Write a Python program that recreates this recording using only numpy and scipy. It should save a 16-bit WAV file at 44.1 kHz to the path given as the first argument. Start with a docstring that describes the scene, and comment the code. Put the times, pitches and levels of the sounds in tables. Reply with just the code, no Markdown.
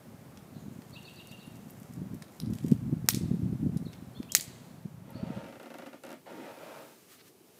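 """Wind buffets the microphone over distant traffic and hiss: shaped noise follows gust curves, with pulses for eddies.
Small birds call in gliding sines. Someone on a mound of wood chips picks up a dry stick and snaps it twice,
in noise bursts that nearby trunks, a house wall and the trees throw back.
The garden's hiss fades into the tone of a quiet bedroom, where the stick slides, judders and scrapes
along the floor, as jerks and dense grains ring its bending modes, and clothes rustle in shaped noise."""
import sys
import numpy as np
from scipy import signal
from scipy.fft import rfft, irfft, next_fast_len
from scipy.io import wavfile
from scipy.ndimage import uniform_filter1d, map_coordinates

SR = 44100
rng = np.random.default_rng(int(sys.argv[2]) if len(sys.argv) > 2 else 0)


def dump_mix(stems):
    """Bounce the given channels to the path in sys.argv[1] as a 16-bit WAV at rate SR."""
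    frames = np.atleast_2d(stems).T  # one column per channel
    limited = np.clip(frames, -1, 1)  # hard clip at full scale
    pcm = np.round(limited * 32767).astype(np.int16)
    wavfile.write(sys.argv[1], SR, pcm)


N = 334719
TIME = np.arange(N) / SR   # s
LEAD = SR // 200   # samples of run-in before a burst


def from_db(db):
    """Amplitude factor for a level in dB."""
    return 10 ** (np.asarray(db) / 20)


def unit_energy(x):
    """Scale a sound to energy 1."""
    return x / np.sqrt(np.sum(x ** 2) + 1e-20)


def rms_one(x):
    """Scale a sound to rms 1."""
    return unit_energy(x) * np.sqrt(len(x))


def gains(rows):
    """Gain curves from rows of (s, dB, ..), silent outside their span."""
    s, *columns = np.transpose(rows)
    inside = (TIME >= s[0]) * (TIME <= s[-1])
    return [from_db(np.interp(TIME, s, column)) * inside for column in columns]


def colour(x, points):
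    """Shape a sound by (Hz, dB) points; beyond the ends it falls 24 dB an octave."""
    size = next_fast_len(len(x) + 1024)
    f = np.maximum(np.fft.rfftfreq(size, 1 / SR), 1)
    hz, db = np.transpose(points)
    skirts = np.minimum(1, np.minimum(f / hz[0], hz[-1] / f)) ** 4
    shape = from_db(np.interp(np.log(f), np.log(hz), db))
    return irfft(rfft(x, size) * skirts * shape, size)[:len(x)]


def noise(points):
    """Steady noise shaped by (Hz, dB) points; rms 1."""
    return rms_one(colour(rng.standard_normal(N), points))


def dying_noise(t60):
    """One second of noise that loses 60 dB in t60 seconds; energy 1."""
    fall_db = -60 * np.minimum(TIME[:SR] / max(t60, 1e-4), 5)
    return unit_energy(rng.standard_normal(SR) * from_db(fall_db))


def add(out, s, sound):
    """Mix a sound into out from s seconds on."""
    at = max(round(s * SR), 0)
    out[at:at + len(sound)] += sound[:max(len(out) - at, 0)]


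def through(x, response):
    """Pass a sound through an impulse response."""
    return signal.fftconvolve(x, response)[:N]


def evened(x, window_s):
    """Take the slow swells out of a noise; rms 1."""
    return x / np.sqrt(uniform_filter1d(x ** 2, max(int(window_s * SR), 2)) + 1e-9)


def even_spectrum(x, width_hz):
    """Keep the fine ripple of a spectrum but level its broad colour; energy 1."""
    spectrum = rfft(x)
    power = uniform_filter1d(np.abs(spectrum) ** 2, max(int(width_hz * len(x) / SR), 2))
    return unit_energy(irfft(spectrum / np.sqrt(power + 1e-12), len(x)))


def high_pass(x, hz):
    """Remove what lies below hz."""
    return signal.sosfilt(signal.butter(4, hz, "high", fs=SR, output="sos"), x)


def lifted(x, hz, width_hz, lift_db):
    """Raise one resonance out of a sound."""
    return x + (from_db(lift_db) - 1) * signal.lfilter(*signal.iirpeak(hz, hz / width_hz, fs=SR), x)


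def grains(per_s):
    """Tiny clicks of random size at random moments; rms 1."""
    return rms_one((rng.random(N) < per_s / SR) * rng.standard_normal(N))


def scattered(t60, per_s):
    """One second of dying grains, drawn separately in each band; bands evenly balanced, energy 1."""
    edges_hz = [100, 1000, 2000, 3000, 4200, 5600, 7200, 9000, 11000, 13500, 16500]
    out = 0
    for low, high in zip(edges_hz, edges_hz[1:]):
        clicks = dying_noise(t60) * (rng.random(SR) < per_s / SR) + 1e-18
        band = signal.butter(2, [low, high], "band", fs=SR, output="sos")
        out = out + np.sqrt(high - low) * unit_energy(signal.sosfilt(band, clicks))
    return unit_energy(out)


def burst(length_s):
    """A very short tearing noise, near even in spectrum, that starts abruptly after LEAD samples; energy 1."""
    x = np.pad(dying_noise(length_s), (LEAD, 0))
    gate = np.pad(np.clip(2 - TIME[:SR] / length_s, 0, 1), (LEAD, 0))
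    for _ in range(4):   # flatten the spectrum, then confine it in time again
        x = gate * irfft(np.exp(1j * np.angle(rfft(x))), len(x))
    return unit_energy(x)


def swell(start, length, attack, release):
    """Attack, hold and release, 0-1."""
    return np.clip(np.minimum((TIME - start) / attack, (start + length - TIME) / release), 0, 1)


def wind(lumpy_db=3.5, gusty_db=2):
    """Turbulence at the port: a lumpy rumble, a flutter that grows faster in gusts, eddies that push and pull."""
    # Gust curve at the microphone. Each row: time in seconds, strength in dB.
    gusts = [(0, -59.5), (0.1, -51.5), (0.48, -54), (0.56, -50.5), (0.62, -48), (0.7, -48), (0.84, -54),
             (0.95, -48.5), (1.05, -55), (1.4, -53), (1.53, -49), (1.78, -52.5), (1.9, -48), (2.04, -41),
             (2.13, -40.5), (2.24, -53), (2.38, -58.5), (2.44, -35.5), (2.52, -31.5), (2.58, -44),
             (2.66, -38), (2.84, -36), (2.94, -32.5), (3.07, -45), (3.16, -36), (3.56, -33), (3.586, -44.5),
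             (3.62, -31), (3.77, -35), (3.81, -42), (3.92, -49), (4.62, -52), (5.14, -49), (5.23, -41.5),
             (5.38, -47), (5.6, -65)]
    # Single eddies that hit the port. Each row: time in seconds, peak in dB before the port's colour.
    buffets = [(0.568, -34.5), (0.668, -36), (0.683, -34), (0.724, -37), (0.792, -35.5), (1.671, -36),
               (1.981, -35.5), (2.019, -25.5), (2.139, -30.5), (2.435, -28.5), (2.501, -29.5), (2.648, -19),
               (2.678, -27.5), (2.722, -9.5), (2.929, -17), (3.045, -26.5), (3.1459, -21), (3.173, -22.5),
               (3.2119, -23), (3.3158, -18), (3.3452, -20.5), (3.421, -27), (3.481, -29.5), (3.53, -21),
               (3.631, -24.5), (3.663, -23.5), (3.765, -23.5), (3.826, -27), (3.868, -26), (4.027, -34.5),
               (4.203, -24.5), (4.388, -39), (4.858, -30), (4.944, -39.5), (5.157, -32.5), (5.238, -24.5),
               (5.305, -26), (5.375, -25)]
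    # Colour of the low rumble. Each row: frequency in Hz, relative level in dB per Hz.
    rumble_colour = [(15, -55.5), (25, -34), (119, 1.5), (171, 2), (253, -3), (295, -13), (420, -33),
                     (550, -45.5), (920, -120)]
    # Colour of the higher flutter. Each row: frequency in Hz, relative level in dB per Hz.
    flutter_colour = [(180, -57.5), (290, 6), (380, -6.5), (500, -20), (700, -26), (1200, -53.5)]
    flutter_db, flutter_growth = 0.5, 1.484   # level at full-scale wind; dB gained per dB of wind
    eddy_s = 0.001   # half width of an eddy
    swirl_s, swirl_db = 0.009, -12.5   # half width and relative level of the rough air around it

    strength = gains(gusts)[0] * from_db(gusty_db * noise([(4, 0), (14, 0.0043)]))
    eddies = np.zeros(N)
    u = TIME[:SR // 50] / eddy_s - 5   # time from the eddy's centre, in half widths
    push_pull = u * np.exp((1 - u ** 2) / 2)
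    for s, db in buffets:
        add(eddies, s - 5 * eddy_s, from_db(db) * push_pull)
        swirl = np.exp(-np.minimum(((TIME - s) / swirl_s) ** 2 / 2, 20))
        strength = np.hypot(strength, from_db(db + swirl_db) * swirl)
    lumps = from_db(lumpy_db * noise([(15, 0.012), (60, 0.0174)])) * rng.standard_normal((2, N))
    rumble = strength * evened(colour(lumps[0], rumble_colour), window_s=0.0462)
    flutter = evened(colour(lumps[1], flutter_colour), window_s=0.024)
    flutter = from_db(flutter_db) * strength ** flutter_growth * flutter
    return rumble + flutter + colour(eddies, [(70, -18.5), (160, 1.0), (400, -1.0), (900, 17.0)])


def indoors():
    """The share of the bedroom tone in the cross-fade, 0-1."""
    fade_start_s, fade_end_s = 4.68, 5.54
    return np.clip((TIME - fade_start_s) / (fade_end_s - fade_start_s), 0, 1)


def garden_tone():
    """Distant traffic and hiss as steady shaped noise, until the fade."""
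    # Each row: frequency in Hz, relative level in dB per Hz.
    tone_colour = [(210, -2), (350, 1), (397, -0.5), (451, -3), (572, -2.5), (2980, -20), (4030, -22),
                   (4640, -22.5), (6580, -23), (14500, -23), (15500, -25.5)]
    return from_db(-56.5) * noise(tone_colour) * (1 - indoors())


def twigs():
    """Small dry cracks underfoot and along the bending stick: dying noise, some dull, some bright."""
    # The louder cracks of twigs and chips. Each row: time in seconds, strength in dB,
    # tilt in dB per octave between 2 and 13 kHz, ring (60 dB decay) in seconds.
    cracks = [(0.373, -28, -6, 0.017), (0.82, -32, -4, 0.012), (1.2725, -29, 11, 0.012),
              (1.7053, -28, 29, 0.024), (1.7995, -32.5, 14, 0.026), (1.936, -31, 8, 0.024),
              (2.144, -32, 9, .022), (2.222, -22, -5, 0.026), (2.401, -16, -1, 0.009),
              (2.5346, -24.5, 0, .03), (2.553, -31, 5.5, 0.0083), (2.5855, -24.5, -4.5, 0.0096),
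              (2.64, -33, 1, .01), (2.7157, -23.5, 0.5, 0.0078), (2.733, -32.5, 2, 0.011),
              (3.061, -34.5, 2, .015), (3.7715, -26, 0, 0.035), (3.931, -26.5, -7.5, 0.016),
              (3.937, -29.5, -6, .012), (4.2295, -24.5, -8, 0.015), (5.1046, -34.5, 18, 0.025)]
    # Colour of dry twigs. Each row: frequency in Hz, relative level in dB per Hz.
    twig_colour = [(400, -9.5), (1500, -4.5), (3400, 7.5), (4600, 5.5), (7000, -0.5), (10000, 6),
                   (15000, -10)]
    out, hz = np.zeros(N), np.array([2000, 13000])
    for s, db, tilt, t60 in cracks:
        low_db, high_db = tilt * np.log2(hz / hz[0])
        slope = [(100, low_db), (hz[0], low_db), (hz[1], high_db), (SR / 2, high_db)]
        crack = colour(colour(dying_noise(t60), twig_colour), slope)
        add(out, s, from_db(db) * unit_energy(crack))
    return out


def near_echo(x):
    """A surface next to the microphone repeats the wood a fraction of a millisecond later and hollows it."""
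    # Delay of that reflection as the stick is moved. Each row: time in seconds, delay in seconds.
    delays = [(3.09, 0.00015), (4.35, 0.00016)]
    delay = np.interp(TIME, *np.transpose(delays))
    return from_db(-6.5) * map_coordinates(x, [(TIME - delay) * SR], order=3)


def garden(x, branches_db=-13, wall_db=-17, behind_wall_db=-19.5):
    """Trunks return separate echoes, ground and branches scatter the rest, a house wall answers, trees trail off."""
    # Nearby trunks and the mound, each in its own colour. Each row: delay in seconds, level in dB,
    # centre frequency in Hz, 60 dB decay in seconds.
    trunk_echoes = [(.0108, -31.5, 6900, .008), (.0148, -23, 4200, 0.014), (.0185, -22.5, 4200, 0.015),
                    (0.015, -27, 9000, .009), (.0468, -27.5, 3900, 0.014)]
    # Colour of the far tail. Each row: frequency in Hz, relative level in dB.
    tree_colour = [(300, -8), (2000, 2), (4000, 1), (8000, -5), (14000, -10)]
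    # How strongly sound leaves toward the wall. Each row: time in seconds, level in dB, treble level in dB.
    wall_aim = [(3.1, 5, -1.5), (4.35, -3, -1)]
    wall_echo_s = .0585

    branch_colour = [(200, -2), (1200, -5), (3000, -3.0), (4200, -1.0), (8000, 0.0), (16000, 7.5)]
    near = from_db(branches_db) * colour(scattered(t60=0.16, per_s=2500), branch_colour)
    for delay, db, hz, t60 in trunk_echoes:
        echo = colour(np.pad(dying_noise(t60), (LEAD, 0)), [(hz / 2, -9), (hz, 0), (2 * hz, -14)])
        add(near, delay - LEAD / SR, from_db(db) * unit_energy(echo))

    wall = from_db(wall_db) * dying_noise(t60=0.009)
    wall = wall + from_db(behind_wall_db) * scattered(t60=0.24, per_s=2500)
    answer = np.zeros(SR)
    add(answer, wall_echo_s, colour(wall, [(300, -29.5), (3000, -6.5), (6500, -2), (10000, -1.5), (15000, -5)]))
    tail = from_db(-20.5) * colour(dying_noise(t60=1.0), tree_colour)

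    s, *aims = np.transpose(wall_aim)
    aim, treble_aim = (from_db(np.interp(TIME, s, db)) for db in aims)
    treble = colour(x, [(10000, 0), (20000, 0)])
    toward_wall = aim * (x - treble) + treble_aim * treble
    return x + through(x, near + tail) + through(toward_wall, answer)


def whistle(rows, waver=0.011):
    """A near sine that follows rows of (s, Hz, dB), with a slightly unsteady pitch."""
    s, hz, db = np.transpose(rows)
    t = TIME[:int(s[-1] * SR)]
    drift = rms_one(uniform_filter1d(rng.standard_normal(len(t)), SR // 400))
    pitch = np.interp(t, s, hz) * (1 + waver * drift)
    return np.sin(2 * np.pi * np.cumsum(pitch) / SR) * from_db(np.interp(t, s, db)) * (t >= s[0])


def birds(edge_db=-10, near_echo_db=-9, song_waver=0.011):
    """Gliding sines: one syllable sung five times, fading, never quite alike, and chirps; the trees smear them."""
    # One syllable is four strokes from the two sides of the syrinx. 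Each row: start within the syllable
    # in seconds, length in seconds, first, middle and last frequency in Hz, relative level in dB.
    syllable = [(.001, 0.0214, 4200, 4540, 4860, -1.5), (.011, 0.018, 3540, 4090, 3700, -6),
                (.026, .027, 4300, 3750, 2640, -2), (.028, .03, 2596, 2790, 2900, -0.5)]
    # The repeats of the syllable. Each row: start in seconds, pitch ratio.
    song = [(.926, 0.99), (1.044, 0.97), (1.158, 1), (1.283, .99), (1.392, 0.98)]
    # Birds other than the singer. Each row: start in seconds, length in seconds, first, middle and last
    # frequency in Hz, level in dB before the final trim, pitch waver as a share.
    chirps = [(0.53, 0.079, 4120, 4050, 3880, -61, 0.092), (0.56, 0.084, 6700, 6700, 6640, -65, .05),
              (1.445, 0.043, 10700, 10250, 10400, -61, .018), (3.853, 0.02, 4450, 4190, 3300, -51.5, .012),
              (3.875, 0.018, 3700, 3970, 3880, -54.5, 0.0067), (4.148, 0.045, 3150, 3530, 3590, -51, .012),
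              (4.145, 0.05, 4200, 4250, 4140, -57.5, .02), (4.288, 0.033, 2500, 3190, 3330, -46.5, .01),
              (4.326, 0.031, 3510, 4170, 3867, -47, .008), (5.142, 0.048, 4160, 4510, 4270, -53, 0.026)]
    song_db, song_fade_db = -46.5, 1.5   # first syllable, before the final trim; mean loss per syllable

    strokes = list(chirps)
    for k, (s, ratio) in enumerate(song):
        for lag, length, first, middle, last, db in syllable:
            stroke_db = song_db - k * song_fade_db + db + 1.9 * rng.standard_normal()
            strokes.append((s + lag, length, ratio * first, ratio * middle, ratio * last, stroke_db, song_waver))
    out = np.zeros(N)
    for s, length, first, middle, last, db, waver in strokes:
        glide = [(0, first, edge_db), (length / 2, middle, 0), (length, last, edge_db)]
        add(out, s, from_db(db) * whistle(glide, waver))
    far_colour = [(2000, 2.5), (2900, 1), (3600, -4.0), (4500, -5.5), (8000, -0.5)]
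    smear = from_db(near_echo_db) * dying_noise(t60=.12) + colour(dying_noise(t60=0.99), far_colour)
    return from_db(-2.0) * (out + through(out, smear))   # final trim


def rustle():
    """A fine crackle of grains with a few small cracks at random."""
    # Chips shift under the feet and bark rubs in the hands. Each row: start in seconds,
    # length in seconds, level in dB.
    stirs = [(0.716, 1, -68.5), (1.676, 0.33, -66.5), (2.308, 0.11, -62.5), (2.49, 0.29, -62.5)]
    # Colour of chips and bark. Each row: frequency in Hz, relative level in dB per Hz.
    chip_colour = [(2000, 5), (5000, -4), (9000, 1), (15000, -6)]
    level = sum(from_db(db) * swell(s, length, attack=0.017, release=0.062) for s, length, db in stirs)
    cracks = through(grains(per_s=30), dying_noise(t60=0.018))
    return level * rms_one(colour(grains(per_s=1600) + from_db(-0.5) * cracks, chip_colour))


def snaps(tear_s=0.0031, splinter_db=-14.5, splinter_t60=0.045, upper_width_hz=2800, lower_width_hz=500):
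    """The fibres part within milliseconds in a broad crack; splinters follow, over two raised resonances."""
    # The stick breaks. Each row: time in seconds, strength in dB, lows, mids and highs in relative dB,
    # upper ring in Hz, its lift in dB, lower ring in Hz, its lift in dB.
    breaks = [(3.0878, 7.5, -3, -4, 5.5, 7400, -2, 5320, 4),
              (4.3200, -12.5, -20.5, -24, 6, 7400, 4, 5360, 5.5),
              (4.3225, -15, -15.5, -11.5, -3, 7000, 10.5, 5300, 5.5),
              (4.3506, 10, -2.5, 3.5, 12, 6770, 10, 4230, 2)]
    # Colour of dry wood. Each row: frequency in Hz, relative level in dB per Hz.
    wood_colour = [(150, -20.5), (400, -11), (1200, -6), (2000, 0.5), (3200, -3), (4400, -1), (5600, -5),
                   (7500, -1.5), (9600, -3), (12000, -8.5), (14500, -11.5)]
    out = np.zeros(N)
    for s, db, lows_db, mids_db, highs_db, upper_hz, upper_db, lower_hz, lower_db in breaks:
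        splinters = np.pad(scattered(splinter_t60, per_s=560), (LEAD, 0))
        crack = colour(burst(tear_s) + from_db(splinter_db) * splinters, wood_colour)
        balance = [(100, lows_db), (1100, lows_db), (2000, mids_db), (3000, mids_db / 2),
                   (6000, 0.0049), (10000, 0.0012), (15000, highs_db)]
        crack = lifted(colour(crack, balance), upper_hz, upper_width_hz, upper_db)
        crack = lifted(crack, lower_hz, lower_width_hz, lower_db)
        add(out, s - LEAD / SR, from_db(db) * unit_energy(crack))
    return out


def room_tone():
    """The quiet bedroom as steady shaped noise, rising in the fade."""
    # Each row: frequency in Hz, relative level in dB per Hz.
    tone_colour = [(29, -55), (50, -3), (268, -1.5), (404, 1), (489, -6), (607, -8), (1830, -22.5),
                   (2440, -19.5), (3030, -18.5), (3420, -23.5), (3950, -20.5), (6850, -21.5),
                   (14100, -20.5), (15500, -25)]
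    return from_db(-60) * noise(tone_colour) * indoors()


def stick_in_room(force, tail_db):
    """Contact forces ring the stick's bending modes; the bedroom adds one clear reflection and a short tail."""
    # Colour of the scraped stick. Each row: frequency in Hz, relative level in dB per Hz.
    scrape_colour = [(76, -59), (130, -14.5), (270, 0.5), (365, -11.5), (543, -5.5), (841, -13.5),
                     (911, -19), (1070, -19.5), (1300, -14), (1620, -19), (2020, -19), (3730, -28.5),
                     (10700, -42.5), (15000, -50)]
    # Bending modes. Each row: frequency in Hz, width in Hz, level in dB relative to the scrape.
    modes = [(291, 21, -11), (420, 32, -17), (548.6, 23, -7.5), (792, 23, -17.5), (911, 18, -13),
             (1326, 180, -22), (1880, 82, -30.5), (2575, 230, -22)]
    room_echo_s = .0105   # first reflection
    response = dying_noise(t60=0.0086) + from_db(tail_db) * dying_noise(t60=0.26)
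    echo_colour = [(100, -10.0), (900, 3.5), (1400, -4), (2500, -15), (16000, 14)]
    add(response, room_echo_s, colour(dying_noise(t60=0.017), echo_colour))
    response = even_spectrum(np.pad(response, (LEAD, 0)), width_hz=200)
    response = unit_energy(colour(response, scrape_colour))
    for hz, width_hz, db in modes:
        mode = np.sin(2 * np.pi * hz * TIME[:SR]) * np.exp(-np.pi * width_hz * TIME[:SR])
        add(response, LEAD / SR, from_db(db) * unit_energy(mode))
    return signal.fftconvolve(force, unit_energy(response))[LEAD:LEAD + N]


def moving_resonance(rows, reach_hz):
    """Friction noise in one resonance that follows rows of (s, Hz, dB), reaching reach_hz to each side."""
    s, hz, db = np.transpose(rows)
    carrier = np.sin(2 * np.pi * np.cumsum(np.interp(TIME, s, hz)) / SR)
    friction = evened(noise([(5, 0), (reach_hz, -3)]), window_s=0.01)
    return gains(np.c_[s, db])[0] * rms_one(carrier * friction)


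def sliding_stick(chatter_per_s=75, chatter_db=-6, groan_reach_hz=90, rasp_reach_hz=260):
    """The tip runs on in dense grains with a fast chatter, over a hollow and a thin resonance that move."""
    # Two slides without a stop, a list for each. Each row: time in seconds, scrape level in dB before colour.
    slides = [
        [(4.95, -83), (5.1, -60.5), (5.2, -58), (5.37, -53), (5.52, -63.5)],
        [(6.254, -78), (6.263, -53), (6.33, -57), (6.43, -54), (6.485, -53), (6.55, -59.5), (6.62, -54),
         (6.78, -55.5), (6.93, -67)],
    ]
    # The contact resonance falls as the tip digs in, then fades.
    # Each row: time in seconds, frequency in Hz, level in dB.
    groan = [(6.256, 1058, -64), (6.278, 748, -49.5), (6.3, 422, -58), (6.315, 309, -50.5),
             (6.36, 312, -50), (6.405, 294, -44.5), (6.45, 302.6, -52), (6.52, 310, -66), (6.56, 310, -75)]
    # A thinner, wider resonance of the rubbing tip, a list for each stroke.
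    # Each row: time in seconds, frequency in Hz, level in dB.
    rasp_strokes = [
        [(5.2, 1500, -87), (5.37, 1900, -65), (5.48, 2220, -84)],
        [(6.258, 2050, -61.5), (6.31, 1805, -65), (6.42, 1950, -62), (6.49, 1950, -67), (6.53, 1920, -76)],
        [(6.62, 1000, -67), (6.76, 1302, -57.5), (6.82, 1200, -60), (6.89, 950, -68)],
    ]
    unsteady = 1 + .3 * noise([(5, 0.0047), (40, 0.0054)])
    turns = np.cumsum(chatter_per_s * unsteady) / SR
    chatter = rms_one(1.0 * (np.diff(np.floor(turns), prepend=0) > 0))   # one click a turn
    friction = evened(grains(per_s=1800), window_s=0.02) + from_db(chatter_db) * chatter
    force = sum(gains(slide)[0] for slide in slides) * friction
    rub_colour = [(100, 1.4), (300, 2.5), (600, 8.8), (1000, 7.9), (2000, 5.9), (3500, 7.2), (7000, 6.3),
                  (16000, 7.6)]
    rasps = sum(moving_resonance(stroke, rasp_reach_hz) for stroke in rasp_strokes)
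    scrape = stick_in_room(colour(force, rub_colour), tail_db=3.0)
    return scrape + moving_resonance(groan, groan_reach_hz) + rasps


def juddering_stick():
    """The tip catches and lets go in runs of jerks, each a soft, short rasp with a bright tick."""
    # The tip catches on the floor and jerks free. Each row: time in seconds, strength in dB,
    # tick level in dB before its colour.
    jerks = [(5.441, -18.5, -54), (5.462, -21, -48), (5.484, -19.5, -50), (5.525, -18, -51),
             (5.555, -18.5, -54), (5.598, -15.5, -45), (5.63, -17.5, -37), (5.658, -16, -45),
             (5.703, -15, -40), (5.741, -14, -38), (5.785, -13.5, -35.5), (5.82, -15, -50),
             (5.861, -14.5, -46), (5.868, -22.5, -38), (5.93, -16, -56), (6.036, -14.5, -34.5),
             (6.05, -20, -37), (6.066, -17, -36), (6.091, -17.5, -36), (6.104, -14.5, -36),
             (6.117, -19, -37), (6.128, -17.5, -35), (6.141, -35, -41)]
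    rasp_s, tick_t60 = 0.0069, 0.009   # length of the rasp's grip; 60 dB decay of the tick
    force, ticks = np.zeros(N), np.zeros(N)
    grip = np.sqrt(np.clip(1 - TIME[:SR // 20] / rasp_s, 0, 1))
    for s, db, tick_db in jerks:
        rasp = np.pad(grip * rng.standard_normal(len(grip)), (LEAD, 0))
        add(force, s - LEAD / SR, from_db(db) * even_spectrum(rasp, width_hz=280))
        add(ticks, s, from_db(tick_db) * dying_noise(tick_t60))
    bright = colour(ticks, [(2000, -17), (5000, 6.5), (12000, 6.5), (15500, -2)])
    return stick_in_room(force, tail_db=2.5) + bright


def clothes():
    """Clothes rustle: shaped noise in uneven swells."""
    # Each row: time in seconds, level in dB before a 1 dB lift.
    swells = [(6.3, -67), (6.824, -60.5), (7.072, -66), (7.122, -56), (7.222, -69.5), (7.28, -59.5),
              (7.352, -86), (7.488, -67.5), (7.514, -71), (7.59, -63.5)]
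    # Colour of the cloth. Each row: frequency in Hz, relative level in dB per Hz.
    cloth_colour = [(710, -41.5), (1200, 2.5), (1390, -2), (1470, -3.5), (1860, -2), (2050, -3), (3110, -5),
                    (15500, -6.5)]
    return from_db(1.0) * gains(swells)[0] * noise(cloth_colour)


def scuff():
    """The stick is set on the floor with a brief scuff of shaped noise."""
    # Each row: time in seconds, level in dB.
    touch = [(7.185, -64), (7.2, -59), (7.215, -60), (7.228, -76)]
    # Colour of the scuff. Each row: frequency in Hz, relative level in dB per Hz.
    touch_colour = [(1200, -4), (1700, 2), (3200, -3), (4500, 1), (5500, -7)]
    return gains(touch)[0] * noise(touch_colour)


def scene():
    """Garden and bedroom together, in one channel."""
    wood = snaps() + twigs() + rustle()
    outside = wind() + garden_tone() + garden(wood + birds()) + near_echo(wood)
    inside = room_tone() + sliding_stick() + juddering_stick() + clothes() + scuff()
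    return (outside + high_pass(inside, hz=109))[None]


def record(dry):
    """The input clips peaks beyond 0.92 of full scale, then cuts the top above 15.5 kHz."""
    top_cut = signal.ellip(10, .2, 85, 15500, fs=SR, output="sos")
    return signal.sosfilt(top_cut, np.clip(dry, -.92, .92))


dry = scene()
out = record(dry)
dump_mix(out)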